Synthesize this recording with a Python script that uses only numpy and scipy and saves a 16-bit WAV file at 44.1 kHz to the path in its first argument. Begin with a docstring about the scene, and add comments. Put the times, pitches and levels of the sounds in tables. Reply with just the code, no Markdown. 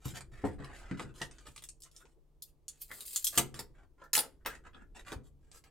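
"""A table in a small room, about a metre away, where hard plastic figure parts are being sorted.
A thin plastic tray is laid down. Parts tick, bounce and clatter, stick and slip as they slide, and
the hollow ones ring when touched; thin plastic crinkles as it is bent until it snaps. Heavier contacts
thump the table top. Nearby surfaces throw back quick reflections and the room rings briefly, over
room air, a faint appliance hum and the low shuffle of handling."""
import sys
import numpy as np
from scipy import signal
from scipy.fft import rfft, irfft
from scipy.io import wavfile

SR = 44100
rng = np.random.default_rng(int(sys.argv[2]) if len(sys.argv) > 2 else 0)


def materialize(psi):
    """Save the field psi as 16-bit PCM at rate SR to the path in sys.argv[1].

    A 1-D psi becomes a single channel; in a 2-D psi each row is a channel.
    """
    bounded = np.clip(np.atleast_2d(psi).T, -1, 1)
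    quanta = np.round(bounded * 32767).astype(np.int16)
    wavfile.write(sys.argv[1], SR, quanta)


N = 251370
FREQS = np.maximum(np.fft.rfftfreq(2048, 1 / SR), 1)
SNAP_T60_S = .004


def undb(db):
    """Decibels to gain."""
    return 10 ** (np.asarray(db) / 20)


def unit(x):
    """Scale to rms 1."""
    return x / np.sqrt(np.mean(x ** 2))


def along(points, hz):
    """Read (Hz, value) points on a log-frequency axis."""
    f, value = np.transpose(points)
    return np.interp(np.log(np.maximum(hz, 1)), np.log(f), value)


def add(track, s, sound):
    """Mix a sound in at time s."""
    i = max(int(s * SR), 0)
    n = min(sound.shape[-1], N - i)
    track[..., i:i + n] += sound[..., :n]


def noise(points):
    """Noise of rms 1 with a (Hz, dB) spectrum."""
    gains = undb(along(points, np.fft.rfftfreq(N, 1 / SR)))
    return unit(irfft(rfft(rng.standard_normal(N)) * gains, N))


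def spread(mid, side):
    """Left and right from mid and side."""
    return np.array([mid + side, mid - side])


def causal(db):
    """Shortest causal response with these gains at FREQS."""
    cepstrum = irfft(np.log(undb(db)))
    half = len(cepstrum) // 2
    cepstrum[1:half] *= 2
    cepstrum[half + 1:] = 0
    return irfft(np.exp(rfft(cepstrum)))


def burst(t, t60):
    """Dying noise of energy 1."""
    x = rng.standard_normal(len(t)) * undb(-60 * t / t60)
    return x / np.sqrt(np.sum(x ** 2))


# The colour of the room tone. Each row: frequency in Hz, relative level in dB.
AIR_SPECTRUM = [(15, -33), (25, 7), (52, -5.5), (102, -19.5), (149, -11), (190, -23), (451, -24),
                (1130, -34.5), (1440, -43), (13600, -49), (16000, -52)]
# The appliance's tones. Each row: pitch in Hz, level in dB.
HUM_TONES = [(145.3, -78.5), (328.4, -89.5), (452.2, -88), (576, -95.5)]
# The fader ride on arms and tray shuffling over the table. 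Each row: time in seconds, relative level in dB.
SHUFFLE_RIDE = [(0.0, -67), (0.35, -58), (1.13, -58.5), (1.54, -66), (2.0, -76.5), (3.22, -71),
                (3.51, -58.5), (4.11, -74), (4.44, -63.5), (5.1, -61.5), (5.33, -71), (5.7, -68.5)]


def background(air_db=-67.5, shuffle_gain_db=4):
    """The bed: room air, a faint wavering appliance hum and the low shuffle of handling."""
    t = np.arange(N) / SR
    air = undb(air_db) * spread(noise(AIR_SPECTRUM), .55 * noise(AIR_SPECTRUM))
    hum = sum(undb(db) * np.sqrt(2) * np.sin(2 * np.pi * hz * t + rng.uniform(0, 2 * np.pi))
              for hz, db in HUM_TONES)
    rumble = [(15, -2.5), (40, 3.5), (80, -4.0), (150, -26.5), (350, -14.5), (800, -42.5), (3000, -60.5)]
    ride = undb(shuffle_gain_db + np.interp(t, *np.transpose(SHUFFLE_RIDE)))
    shuffle = ride * spread(noise(rumble), 0.26 * noise(rumble))
    waver = 1 + 0.27 * noise([(1, -1.5), (5, -8.5), (30, -56.0), (300, -120)])
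    return air + hum * waver + shuffle


# First reflections off nearby surfaces. Each row: delay in seconds, gain.
REFLECTIONS = [(.0009, 0.25), (.0063, 0.18), (.0087, 0.18), (0.0154, 0.37)]
# The room's tail. Each row: frequency in Hz, seconds to fall by 60 dB.
ROOM_DECAY = [(100, 0.8), (500, .27), (2000, 0.25), (6000, 0.21), (15000, 0.17)]


def room_response(early_db, tail_db, width):
    """Direct sound, first reflections, scatter from the shelves and a short tail, widest in the bass."""
    t = np.arange(16384) / SR
    response = np.zeros((2, len(t)))
    response[0, 0] = 1
    late = int(rng.random() < .75)
    response[1, late:late + 2] = .75, .35  # the right side hears it a shade later and duller
    for s, gain in REFLECTIONS:
        lag = int(s * SR * rng.uniform(.9, 1.1))
        for channel in response:
            channel[lag + rng.integers(10)] += gain
    hz = np.fft.rfftfreq(len(t), 1 / SR)
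    side_gain = width * along([(150, 0.71), (1200, 0.25), (4000, 0.43), (10000, 0.18)], hz)
    mid, side = rfft(rng.standard_normal((2, len(t))))
    diffuse = spread(mid, side_gain * side) / np.sqrt(1 + side_gain ** 2)
    scatter = undb(early_db) * np.exp(-t / 0.013)
    fade_in = 1 - np.exp(-t / 0.00054)
    centres = np.geomspace(100, 15000, 6)
    for centre, share in zip(centres, np.eye(len(centres))):
        band = irfft(diffuse * along(np.transpose([centres, share]), hz), len(t))
        tail = undb(tail_db - 60 * t / along(ROOM_DECAY, centre))
        response += band * (scatter + tail) * fade_in
    return response


def room(x, early_db, tail_db, width, stretches=16):
    """The hands keep moving, so each stretch of sound takes other paths through the room."""
    out, start = np.zeros((2, N)), 0
    for stretch in np.array_split(x, stretches):
        paths = room_response(early_db, tail_db, width)
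        add(out, start / SR, signal.fftconvolve(stretch[None], paths, axes=1))
        start += len(stretch)
    return out


# Low, hollow scuffs. Each row: start in seconds, level in dB, pitch in Hz.
TABLE_SCUFFS = [(1.847, -64.5, 1200), (1.997, -58, 1390), (2.025, -61, 376), (2.155, -67, 373),
                (2.215, -74, 340), (3.33, -58.5, 648.6), (4.398, -72, 1394), (4.519, -50, 1590)]


def scuffs(length_s=0.037, q=2.7):
    """A part brushes the table: a soft swell of friction in one broad resonance."""
    out, swell = np.zeros(N), np.hanning(int(length_s * SR))
    for s, db, hz in TABLE_SCUFFS:
        resonance = signal.iirpeak(hz, q, fs=SR)
        friction = rng.standard_normal(len(swell))
        rub = signal.lfilter(*resonance, signal.lfilter(*resonance, friction))
        add(out, s, undb(db) * unit(rub) * swell)
    return out


# The table top's ring. Each row: pitch in Hz, relative level in dB, seconds to fall by 60 dB.
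TABLE_MODES = [(71, -3, 0.13), (139, 2, 0.15), (190, -9, 0.15), (224, -9, 0.14), (285, -7, 0.13),
               (343, -6, 0.1), (426, -2, 0.07), (502, -2.5, 0.09), (533, -5, 0.09), (772, -10, 0.064),
               (905, 0, 0.073), (1240, -11, 0.1)]
# Blows that reach the table top. Each row: start in seconds, strength in dB, treble cut-off in Hz.
TABLE_KNOCKS = [(0.056, 2, 290), (.13, -9.5, 200), (0.321, -10, 146), (.437, 9, 293), (.441, 6, 820),
                (0.45, 6.5, 440), (.599, -1, 457), (0.912, 5, 325), (.999, -5, 920), (1.044, -3, 270),
                (1.214, -1.5, 850), (1.483, -15.5, 280), (2.054, -29, 1100), (2.905, -17.5, 1170),
                (3.375, 7, 490), (3.384, 4.5, 890), (3.538, -11, 480), (3.593, -8, 950),
                (4.175, -0.5, 1610), (4.457, -5.5, 1500), (5.12, -4.5, 1040), (5.159, -4.5, 240.4)]


def knocks(modes_db=-45, thud_db=-2, spot_db=1.2, band_ratio=5.3):
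    """The table top thuds and rings; soft contacts miss its high modes, light parts miss the low ones."""
    out, t = np.zeros(N), np.arange(SR // 2) / SR
    modes = np.array([undb(db - 60 * t / t60) * np.sin(2 * np.pi * hz * t)
                      for hz, db, t60 in TABLE_MODES])
    for s, db, high_hz in TABLE_KNOCKS:
        # every spot of the table favours other modes
        ring = undb(spot_db * rng.standard_normal(len(modes))) @ modes
        blow = undb(modes_db) * ring + undb(thud_db) * burst(t, t60=0.071)
        blow[0] += .45  # the spike of impact
        lowpass = signal.butter(3, high_hz, fs=SR, output="sos")
        highpass = signal.butter(2, high_hz / band_ratio, "high", fs=SR, output="sos")
        add(out, s, undb(db) * signal.sosfilt(np.vstack([lowpass, highpass]), blow))
    return out


# Hollow parts singing out. Each row: start in seconds, touch length in seconds, pitch in Hz, ring in dB.
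HOLLOW_RINGS = [(0.32, 0.19, 1910, 4.5), (0.438, 0.03, 850, -1), (0.729, 0.049, 1850, 9.5),
                (0.866, 0.019, 2550, 16), (1.2, 0.033, 1860, 14), (1.467, 0.016, 1690, 8),
                (2.892, 0.035, 2010, 17.5), (4.727, 0.02, 3330, 27)]


def cavities(x, q=13):
    """A hollow part picks its own pitch out of the contacts and rings on with it."""
    out = x.copy()
    for start, length, hz, db in HOLLOW_RINGS:
        touch = np.pad(x[int(start * SR):int((start + length) * SR)], (0, 2048))
        add(out, start, undb(db) * signal.lfilter(*signal.iirpeak(hz, q, fs=SR), touch))
    return out


# The voice of the hollow plastic. Each row: centre in Hz, width in Hz, boost or cut in dB at ring = 1.
SHELL_RESONANCES = [(1340, 210, 3.5), (1880, 250, -4), (2209, 160, -8), (3330, 350, 1), (5490, 660, 0),
                    (5760, 1500, -5.5), (7050, 470, 4), (7840, 1200, 3), (11300, 1100, 1),
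                    (13100, 180, 2.5)]


def plastic(body_db, edge_db, low_db, ring, patchy_db):
    """Response of a part to one contact: big parts have more body, sharp corners more edge."""
    slope = [(60, body_db + low_db - 17), (450, body_db + low_db), (1000, body_db - 5),
             (1800, body_db - 0.5), (3600, 0.26 * body_db), (8500, 0.83),
             (13000, edge_db), (16000, edge_db - 8.5)]
    peaks = sum(db / (1 + (2 * (FREQS - hz) / width) ** 2) for hz, width, db in SHELL_RESONANCES)
    # each point of contact wakes some of the fine modes and misses others
    modes = np.interp(FREQS, np.linspace(0, SR / 2, 130), rng.uniform(-1, 1, 130))
    return causal(along(slope, FREQS) + ring * peaks + patchy_db * (modes - .2))


def grains(rates_hz, scatter_db=5.5):
    """White grit, then one stream of tiny uneven clicks for each mean rate."""
    chance, size, grit = rng.random(N), rng.exponential(size=N), rng.standard_normal(N)
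    ticks = np.sign(grit) * undb(scatter_db * np.minimum(size, 3))
    return grit, *(unit((chance < hz / SR) * ticks) for hz in rates_hz)


# Thin plastic bent harder and harder until it snaps. Each row: time in seconds, crinkle level in dB.
CRINKLE_RIDE = [(2.77, -82), (2.815, -45.5), (2.87, -66), (2.95, -48.5), (3.05, -52), (3.155, -38),
                (3.23, -54), (3.37, -42.5), (3.39, -81.5)]


def crinkle(buckles_hz=560, hiss=0.45, flicker_db=3.0):
    """Thin plastic under strain gives way in a fine, bright, uneven stream of tiny buckles."""
    t = np.arange(N) / SR
    grit, buckles = grains([buckles_hz])
    flicker = flicker_db * noise([(1, -13), (60, 0), (200, -37), (1000, -100)])
    strain = undb(np.interp(t, *np.transpose(CRINKLE_RIDE), left=-np.inf, right=-np.inf) + flicker)
    sheet = plastic(body_db=-14, edge_db=4, low_db=-4.5, ring=0.62, patchy_db=7.5)
    return signal.fftconvolve(unit(buckles + hiss * grit) * strain, sheet)[:N]


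# A part or the tray is pushed along. Each row: start in seconds, length in seconds, level in dB,
# relative body in dB.
SLIDES = [(0.004, 0.047, -61.5, 13.5), (0.044, 0.071, -49, 4.5), (0.139, 0.035, -45.5, 10.5),
          (0.316, 0.23, -64.5, 17.5), (0.447, 0.021, -52, 8), (0.584, 0.15, -65, 23),
          (0.73, 0.084, -57.5, 11.5), (0.804, 0.15, -66.5, 23.5), (0.973, 0.058, -52, 17.5),
          (1.039, 0.066, -70.5, 21.5), (1.141, 0.12, -53.5, 6.5), (1.306, 0.17, -67.5, 11.5),
          (1.456, 0.033, -52, 9), (1.49, 0.12, -67.5, 1), (1.837, 0.035, -62, 7.5),
          (1.934, 0.085, -60, 1.5), (2.045, 0.078, -76, 9), (2.468, 0.015, -60, -8), (2.687, 0.1, -69, 3),
          (2.89, 0.16, -64.5, 12), (3.326, 0.051, -50, 12.5), (3.551, 0.054, -48.5, 7.5),
          (3.741, 0.1, -81, 28.5), (3.979, 0.081, -75.5, 27.5), (4.208, 0.047, -55, 15.5),
          (4.45, 0.045, -48, 17.5), (4.497, 0.067, -56, 16.5), (4.639, 0.031, -65.5, 26.5),
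          (4.732, 0.097, -76.5, 29.5), (4.948, 0.053, -55, 15), (5.05, 0.078, -55, 15),
          (5.236, 0.043, -65.5, 3), (5.407, 0.11, -80.5, 14), (5.526, 0.057, -55, 2),
          (5.637, 0.034, -68.5, 15)]


def slides(slips_hz=1800, crackles_hz=350, catch_db=15, rise_s=0.0058, fall_s=0.01):
    """Sliding plastic catches with a tick, then sticks and slips; sharp edges crackle more sparsely."""
    out = np.zeros(N)
    grit, slips, crackles = grains([slips_hz, crackles_hz])
    pressure = undb(3.8 * noise([(1, 0), (60, 8.5), (200, -37.0), (1000, -100)]))
    smooth, sharp = unit((slips + grit) * pressure), unit(crackles * pressure)
    for start, length, db, body_db in SLIDES:
        edge_db = -4.5 - 0.6 * body_db  # bigger parts are duller
        span = slice(int(start * SR), int((start + length + .04) * SR))
        sharpness = np.clip(0.5 + 0.027 * edge_db, 0, .9)
        stroke = np.sqrt(1 - sharpness) * smooth[span] + np.sqrt(sharpness) * sharp[span][::-1]
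        # the grip builds up quickly and lets go at the end of the stroke
        t = np.arange(len(stroke)) / SR
        grip = (1 - np.exp(-t / rise_s)) * np.exp(-np.maximum(t - (length - fall_s / 2), 0) / fall_s)
        force = stroke * grip + undb(catch_db) * burst(t, t60=SNAP_T60_S)
        # the point of contact travels, so one set of fine modes gives way to another
        travel = np.clip(t / length, 0, 1)
        for weight in (1 - travel, travel):
            part = plastic(body_db, edge_db, low_db=0.0, ring=0.88, patchy_db=8.5)
            add(out, start, undb(db) * signal.fftconvolve(force * weight, part))
    return out


# A part is put down or snaps, and may bounce. Each row: start in seconds, strength in dB, relative body
# near 1.4 kHz in dB, relative edge near 13 kHz in dB, number of contacts, seconds between contacts.
PART_CLICKS = [(0.0556, -21, 6, 1, 2, 0.026), (0.173, -21.5, 15, -5, 1, 0), (0.208, -23, 8.5, -13, 1, 0),
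               (0.645, -23, 9.5, -20, 1, 0), (0.9122, -35, 27.5, -36, 1, 0.0057),
               (0.996, -24, 16.5, -21, 1, 0.016), (1.2166, -11.5, 9.5, -21, 1, 0),
               (1.312, -24.5, 2.5, -48, 1, 0), (1.3842, -29.5, 6, -37, 1, 0),
               (1.5621, -19, -1, -15, 2, 0.016), (1.6225, -26.5, 2, 0, 1, 0),
               (1.6388, -13.5, -18, -11, 1, 0), (1.6885, -11.5, -18.5, -28, 1, 0),
               (1.8039, -29.5, -32, -3, 1, 0), (1.821, -18, -28, -14, 2, 0.014),
               (1.9142, -30.5, -22, -14, 1, 0.012), (1.964, -19, -25, -31, 1, 0),
               (2.0544, -39, 12.5, -35, 1, 0), (2.422, -15.5, -33, -0.5, 2, 0.0021),
               (2.6814, -13, -19.5, -14, 2, .005), (2.8165, -28, -26, 20, 1, 0),
               (2.9149, -24.5, 9.5, 3, 1, 0), (3.0067, -13.5, -15, -3, 1, 0), (3.0627, -17, -40, 3, 1, 0),
               (3.1605, 0, -16.5, -3.5, 1, 0), (3.244, -2, -21.5, 2.5, 2, 0.0016),
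               (3.2685, 1.5, -26, -9, 2, 0.0015), (3.3761, 6.5, -1, -4.5, 3, 0.0031),
               (3.5428, -20.5, 10, -14, 1, 0), (3.5924, -7.5, -3, -5.5, 1, 0.00076),
               (4.04, -39, 1.5, 2, 1, 0), (4.132, 2.5, -4, 1.5, 1, 0.0033), (4.137, -4, -2, 8, 1, 0),
               (4.1524, 3.5, -1.5, -1, 4, .0127), (4.461, -11.5, 15, 7, 1, 0), (5.082, -25, 11, -6, 1, 0),
               (5.1197, -25.5, 14.5, -1.5, 2, 0.0084), (5.5155, -25, -6, -26, 1, 0),
               (5.6398, -29, 1.5, -10, 1, 0.0046)]


def clicks(spike=0.42, rattle=0.505, bounce_db=-1):
    """Each contact is a spike, a brief snap and a loose part's rattle; bounces follow evenly and weaken."""
    out, t = np.zeros(N), np.arange(2048) / SR
    for s, db, body_db, edge_db, contacts, gap_s in PART_CLICKS:
        for k in range(contacts):
            contact = rattle * burst(t, t60=0.017) + burst(t, t60=SNAP_T60_S)
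            contact[0] += spike
            part = plastic(body_db, edge_db, low_db=-7.5, ring=0.37, patchy_db=4.5)
            add(out, s + k * gap_s, undb(db + k * bounce_db) * signal.fftconvolve(contact, part))
    return out


def scene():
    """The mix: parts and table share one small room, with the table a little to the left."""
    touches = cavities(undb(1.5) * clicks() + undb(0.5) * slides()) + crinkle() + scuffs()
    parts = undb(-5.5) * room(touches, early_db=-24.5, tail_db=-36, width=1.5)
    table = undb(-0.36) * room(cavities(knocks()), early_db=-30.0, tail_db=-31.0, width=1.1)
    return parts + table * undb([[0.8], [-0.8]]) + background()


def record(dry):
    """A steep low-pass trims the top above 16.3 kHz."""
    return signal.sosfilt(signal.ellip(10, .2, 70, 16300, fs=SR, output="sos"), dry)


dry = scene()
out = record(dry)
materialize(out)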